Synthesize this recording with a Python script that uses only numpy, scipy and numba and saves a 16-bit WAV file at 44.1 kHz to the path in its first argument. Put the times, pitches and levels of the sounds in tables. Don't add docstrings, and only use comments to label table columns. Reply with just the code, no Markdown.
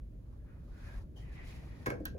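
import sys
import numpy as np
from scipy import signal
from scipy.fft import rfft, irfft
from scipy.io import wavfile
from scipy.ndimage import uniform_filter1d
from numba import njit

SR = 44100
rng = np.random.default_rng(int(sys.argv[2]) if len(sys.argv) > 2 else 0)


def to_wav(sig):
    pcm = np.clip(np.atleast_2d(sig), -1, 1) * 32767
    pcm = np.round(pcm).astype(np.int16)
    wavfile.write(sys.argv[1], SR, pcm.T)


N = 96138
T = np.arange(N) / SR
F = np.arange(N // 2 + 1) * SR / N + 1e-3


def undb(db):
    return 10 ** (np.asarray(db) / 20)


def unit(x):
    return x / np.sqrt(np.mean(x ** 2))


def unit_energy(x):
    return x / np.sqrt(np.sum(x ** 2))


def along(table, hz):
    table = np.array(table, float)
    return np.interp(np.log(hz), np.log(table[:, 0]), table[:, 1])


def band(x, hz, width_hz):
    bell = np.exp(-((np.fft.rfftfreq(len(x), 1 / SR) - hz) / width_hz) ** 2)
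    return irfft(rfft(x) * bell, len(x))


def walk(rate_hz):
    hold = int(SR / rate_hz)
    steps = np.repeat(rng.standard_normal(N // hold + 1), hold)
    return uniform_filter1d(uniform_filter1d(steps, hold), hold)[:N]


def fade(t0_s, decay_s):
    return np.where(T >= t0_s, np.exp(-np.clip(T - t0_s, 0, 1) / decay_s), 0)


def burst(t0_s, decay_s):
    return fade(t0_s, decay_s) * rng.standard_normal(N)


# (frequency [Hz], likeness [0-1])
PORT_LIKENESS = [(40, 1), (120, 0.86), (250, 0.72), (700, 0.04), (2500, 0.35), (5500, 0.01), (8000, 1),
                 (12000, 1)]
TREBLE_FROM_HZ, BLEND_HZ = 3300, 500
TREBLE_LEAD_S, IN_STEP_HZ = 0.000207, 6070
RIGHT_LIFT_HZ, RIGHT_LIFT_WIDTH_HZ = 5000, 1600


def ports(a, b, lag_s, lift_db=0):
    likeness = np.clip(along(PORT_LIKENESS, F), 0, 1)
    common = rfft(a) * np.sqrt((1 + likeness) / 2)
    differing = rfft(b) * np.sqrt((1 - likeness) / 2)
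    high = (1 + np.tanh((F - TREBLE_FROM_HZ) / BLEND_HZ)) / 2
    turns = (high - 1) * F * lag_s + high * (F - IN_STEP_HZ) * TREBLE_LEAD_S
    lift = undb(lift_db / 2 * np.exp(-((F - RIGHT_LIFT_HZ) / RIGHT_LIFT_WIDTH_HZ) ** 2))
    left = irfft((common + differing) / lift, N)
    right = irfft((common - differing) * lift * np.exp(2j * np.pi * turns), N)
    return np.array([left, right])


@njit
def sweep(x, hz, width_hz):
    y, band_state, low_state = np.empty(len(x)), 0., 0.
    for i in range(len(x)):
        g, damping = np.tan(np.pi * hz[i] / SR), width_hz / hz[i]
        v = (band_state + g * (x[i] - low_state)) / (1 + g * (g + damping))
        band_state = 2 * v - band_state
        low_state = low_state + 2 * g * v
        y[i] = damping * v
    return y


BUILD_CYCLES = 1.32


def ring(x, modes):
    t = T[:SR // 3]
    body = 0
    for k, (hz, db, t60_s) in enumerate(modes):
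        build = 1 - np.exp(-t * hz / BUILD_CYCLES)
        decay = np.exp(-np.log(1000) * t / t60_s)
        body = body + (-1) ** k * undb(db) * build * decay * np.sin(2 * np.pi * hz * t)
    return signal.fftconvolve(x, body)[:N]


# (frequency [Hz], T60 [s])
LOBBY_DECAY = [(100, 0.87), (500, 0.37), (1200, 0.26), (2500, 0.2), (8000, 0.2), (14000, 0.077)]


def lobby(x):
    t = T[:SR // 2]
    tail = 0
    for hz in 80 * 2. ** np.arange(8):
        decay = np.exp(-np.log(1000) * t / along(LOBBY_DECAY, hz))
        tail = tail + band(rng.standard_normal(SR // 2), hz, hz * 0.45) * decay
    tail = tail * np.clip(t / 0.0015, 0, 1)
    return signal.fftconvolve(x, unit_energy(tail))[:N]


def in_lobby(x, wet_db):
    return np.array([x + undb(wet_db) * lobby(x), undb(wet_db) * lobby(x)])


# (frequency [Hz], relative level [dB])
AIR_SPECTRUM = [(13, -48), (22, -12.5), (55, -2.5), (77, -10), (186, -20), (207, -23.5), (245, -24),
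                (281, -25.5), (314, -24.5), (415, -33), (450, -32.5), (611, -34.5), (829, -58), (2310, -59),
                (5500, -66), (15300, -65), (16500, -84)]
AIR_DB = -46.5
# (time [s], level [dB])
RUMBLE_SURGES = [(0.038, -46.5), (0.241, -50), (0.561, -45.5), (0.59, -50), (0.73, -46.5), (0.78, -62),
                 (0.871, -40.5), (0.92, -53), (0.96, -40.5), (1.12, -53.5), (1.139, -48.5), (2.05, -49.5),
                 (2.08, -44), (2.161, -44.5)]
# (time [s], gain [dB])
AIR_SWELL = [(0, -0.5), (.5, -0.5), (.9, 0), (1.15, 1), (1.45, 2.5), (1.8, 3.5), (2.18, 8)]


def ventilation():
    surge_s, surge_db = np.array(RUMBLE_SURGES).T
    swell_s, swell_db = np.array(AIR_SWELL).T
    shaped = irfft(rfft(rng.standard_normal(N)) * undb(along(AIR_SPECTRUM, F)), N)
    air = unit(shaped) * undb(AIR_DB)
    deep, below = (irfft(rfft(air) / (1 + (F / hz) ** 4), N) for hz in (95, 700))
    surge = undb(np.interp(T, surge_s, surge_db - surge_db.mean()))
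    swell = undb(np.interp(T, swell_s, swell_db) + walk(6.14))
    hiss = air - below
    return deep * surge + (below - deep) * swell + hiss


# (frequency [Hz], amplitude before wavering [dB])
HUM_PARTIALS = [(121, -59.5), (241, -67.5)]


def hum():
    return sum(undb(db + 2 * walk(8)) * np.sin(2 * np.pi * hz * T + walk(8.5)) for hz, db in HUM_PARTIALS)


GRAIN_DB = 2.5


def grains():
    return rng.standard_normal(N) * undb(GRAIN_DB * walk(69.7))


def weave_band(hz, width_hz):
    return unit(sweep(sweep(grains(), hz, width_hz), hz, width_hz))


# (time [s], whistle level [dB], whistle centre [Hz], bright rustle level [dB],
# dull rustle level [dB], narrow core relative to whistle [dB])
SLEEVE_SWINGS = [
    [(0.2, -94, 1810, -100, -82, -12), (0.334, -91, 1400, -84, -70, -17), (0.43, -90, 1710, -95, -80, 11.5),
     (0.448, -84, 1740, -84, -72.5, -13), (0.494, -73, 1410, -100, -72, -3),
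     (0.596, -80, 1520, -87.5, -72, -2), (0.66, -82.5, 1360, -83, -73, -6),
     (0.79, -68, 1500, -73.5, -65.5, -1), (0.846, -64, 1620, -70.5, -64.5, -3),
     (0.9, -63.5, 1657, -69.5, -60.5, 5), (0.955, -67, 1650, -69, -62.5, -1.5),
     (0.982, -67.5, 1920, -71, -61.5, -3.5), (1.018, -79, 1700, -75, -67, -1),
     (1.1, -100, 1480, -106, -86, -9)],
    [(1.2, -72, 1820, -70, -70, -9), (1.238, -73, 2020, -80, -69, 0), (1.256, -70, 2000, -78, -68.5, -3),
     (1.288, -68.5, 1920, -80.5, -67.5, 0), (1.332, -68, 1730, -72, -67.5, 3),
     (1.352, -66.5, 1960, -69, -67, -3), (1.366, -63.5, 2100, -71, -62, 6.5),
     (1.41, -62.5, 1940, -74.5, -62, 3), (1.44, -60.5, 1930, -69, -65, -0.5),
     (1.466, -65, 2080, -66, -62.5, -6), (1.514, -62, 2040, -61, -62, -15.5),
     (1.546, -66, 2050, -66, -63.5, 1), (1.644, -69.5, 1960, -72.5, -65, -7),
     (1.83, -70, 1820, -70, -66, 1)],
]
# (frequency [Hz], relative level [dB])
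RUSTLE_SPECTRUM = [(2500, -5), (4000, -2.5), (7000, -10), (11000, -12), (15300, -20), (16500, -36)]
WEAVE_WIDTH_HZ, CORE_WIDTH_HZ = 990., 150.
UPPER_RATIO, UPPER_DB = 1.22, -4.5
CUFF_HZ, CUFF_WIDTH_HZ, CUFF_DB = 2473, 106, -9.5
SETTLE_DB_PER_S = 71


def sleeve():
    time_s, whistle_db, hz, bright_db, dull_db, core_db = np.concatenate(SLEEVE_SWINGS).T
    centre_hz = np.interp(T, time_s, hz)
    settle_db = SETTLE_DB_PER_S * np.clip(T - time_s[-1], 0, 1)

    def gain(level_db):
        return undb(np.interp(T, time_s, level_db) - settle_db)

    whistle = weave_band(centre_hz, WEAVE_WIDTH_HZ)
    whistle = whistle + undb(np.interp(T, time_s, core_db)) * weave_band(centre_hz, CORE_WIDTH_HZ)
    whistle = whistle + undb(UPPER_DB) * weave_band(centre_hz * UPPER_RATIO, WEAVE_WIDTH_HZ)
    whistle = whistle + undb(CUFF_DB) * unit(band(grains(), CUFF_HZ, CUFF_WIDTH_HZ))
    rustle = rfft(grains()) * undb(along(RUSTLE_SPECTRUM, F))
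    bright = unit(irfft(rustle / (1 + (2300 / F) ** 4), N))
    dull = unit(band(grains(), 707, 830))
    return whistle * gain(whistle_db) + bright * gain(bright_db) + dull * gain(dull_db)


# (time [s], level [dB], decay [s])
SCUFF_EVENT = (1.157, -61.5, 0.048)
# (frequency [Hz], width [Hz], relative level [dB])
SCUFF_SPECTRUM = [(670, 370, -0.5), (3070, 190, 1.5), (5160, 1900, -6.5), (6800, 8900, -4.5)]


def scuff():
    t0_s, level_db, decay_s = SCUFF_EVENT
    envelope = fade(t0_s, decay_s) * np.clip((T - t0_s) / 0.015, 0, 1)
    return envelope * sum(undb(level_db + db) * unit(band(grains(), hz, width_hz))
                          for hz, width_hz, db in SCUFF_SPECTRUM)


# (time [s], level [dB], brightness [dB], weight [dB], scrape [dB], contact [s])
KNOCK_EVENTS = [(1.860, -43.5, 14, -23, 5, 0.0026), (1.8655, -28, -2.5, -0.5, -10, 0.0041),
                (1.874, -36.5, -12, 2, -31, 0.0033), (1.9014, -42.5, 8.5, -10, 0.5, 0.0022),
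                (1.9065, -40, -6.5, 0.5, -21.5, 0.0025), (1.917, -35, -30, -11, -24, 0.0024),
                (1.929, -49.5, -15, -2, -30, 0.0022), (2.002, -45.5, -27, 6.5, -21, 0.0015),
                (2.146, -47, -27, -11, -25, 0.0011), (2.164, -52, -7.5, -25, -49, 0.0012)]
# (frequency [Hz], level [dB], T60 [s])
FLOOR_RESONANCES = [(126, 3, 0.067), (202, -1, 0.076), (244.6, -0.5, 0.083), (296.6, 9, 0.057),
                    (336, -1, .06), (403.2, 4.5, 0.07), (489, 13.5, 0.044), (529, 10.5, 0.054),
                    (652, 11.5, 0.027), (783, -5.5, 0.056), (1000, 3, 0.03), (1082, -1.5, 0.033),
                    (1290, -2, 0.014), (1628, -1, 0.025), (1930, 0, 0.013), (2215, -4.5, 0.027),
                    (2560, -5, 0.018)]
SCRAPE_DECAY_S, KNOCK_WET_DB = 0.0047, -7


def knocks():
    deep, low, high = FLOOR_RESONANCES[:5], FLOOR_RESONANCES[5:9], FLOOR_RESONANCES[9:]
    out = 0
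    for t0_s, db, bright_db, weight_db, scrape_db, contact_s in KNOCK_EVENTS:
        push_s = contact_s / 4
        push = fade(t0_s, push_s) / (push_s * SR)
        edge = unit_energy(burst(t0_s, contact_s))
        scrape = band(burst(t0_s, SCRAPE_DECAY_S), 2800, 11800)
        hit = undb(weight_db) * ring(push, deep) + ring(push, low)
        hit = hit + undb(bright_db) * ring(edge, high) + undb(scrape_db) * scrape
        out = out + in_lobby(undb(db) * hit, KNOCK_WET_DB)
    return out


# (frequency [Hz], level [dB], T60 [s])
SWITCH_RESONANCES = [(5740, -11.5, 0.0024), (8440, -10.5, .003), (10940, -19, 0.0046),
                     (13600, -0.5, 0.0024), (16000, -12, 0.0023)]
# (frequency [Hz], width [Hz], relative level [dB], decay [s])
PLATE_BANDS = [(880, 400, -33, 0.012), (1650, 250, -22, 0.01), (2720, 1200, -33, 0.016),
               (4090, 710, -35, 0.0092), (5930, 1900, -45.5, 0.025), (12000, 2900, -36, 0.0033)]
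CLICK_S, SNAP_DB, CLICK_WET_DB = 2.0544, -18, -12.5
RATTLE_DB, RATTLE_RISE_S = -13.5, 0.0011


def button():
    impulse = 1. * (np.arange(N) == int(CLICK_S * SR))
    snap = ring(impulse, SWITCH_RESONANCES)
    rattle = 0
    for hz, width_hz, db, decay_s in PLATE_BANDS:
        noise = unit(band(rng.standard_normal(N), hz, width_hz))
        rattle = rattle + undb(db) * noise * fade(CLICK_S, decay_s)
    rattle = rattle * (1 - fade(CLICK_S, RATTLE_RISE_S))
    return in_lobby(undb(SNAP_DB) * snap + undb(RATTLE_DB) * rattle, CLICK_WET_DB)


STEADY_LAG_S, KNOCK_LAG_S, CLICK_LAG_S = 0.00011, 0.00032, 0.00025
RIGHT_LIFT_DB = 9.5


def scene():
    steady = ports(ventilation() + hum() + sleeve() + scuff(),
                   ventilation() + sleeve() + scuff(), STEADY_LAG_S)
    steps = ports(*knocks(), KNOCK_LAG_S, RIGHT_LIFT_DB)
    click = ports(*button(), CLICK_LAG_S, RIGHT_LIFT_DB)
    return steady + steps + click


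# (frequency [Hz], width [Hz], gain [dB])
TREBLE_DIPS = [(8980, 3600, -1)]
TOP_HZ = 16500


def record(dry):
    dips = undb(sum(db * np.exp(-((F - hz) / width_hz) ** 2) for hz, width_hz, db in TREBLE_DIPS))
    top_cut = signal.ellip(8, .2, 70, TOP_HZ, fs=SR, output="sos")
    return signal.sosfilt(top_cut, irfft(rfft(dry) * dips, N))


dry = scene()
out = record(dry)
to_wav(out)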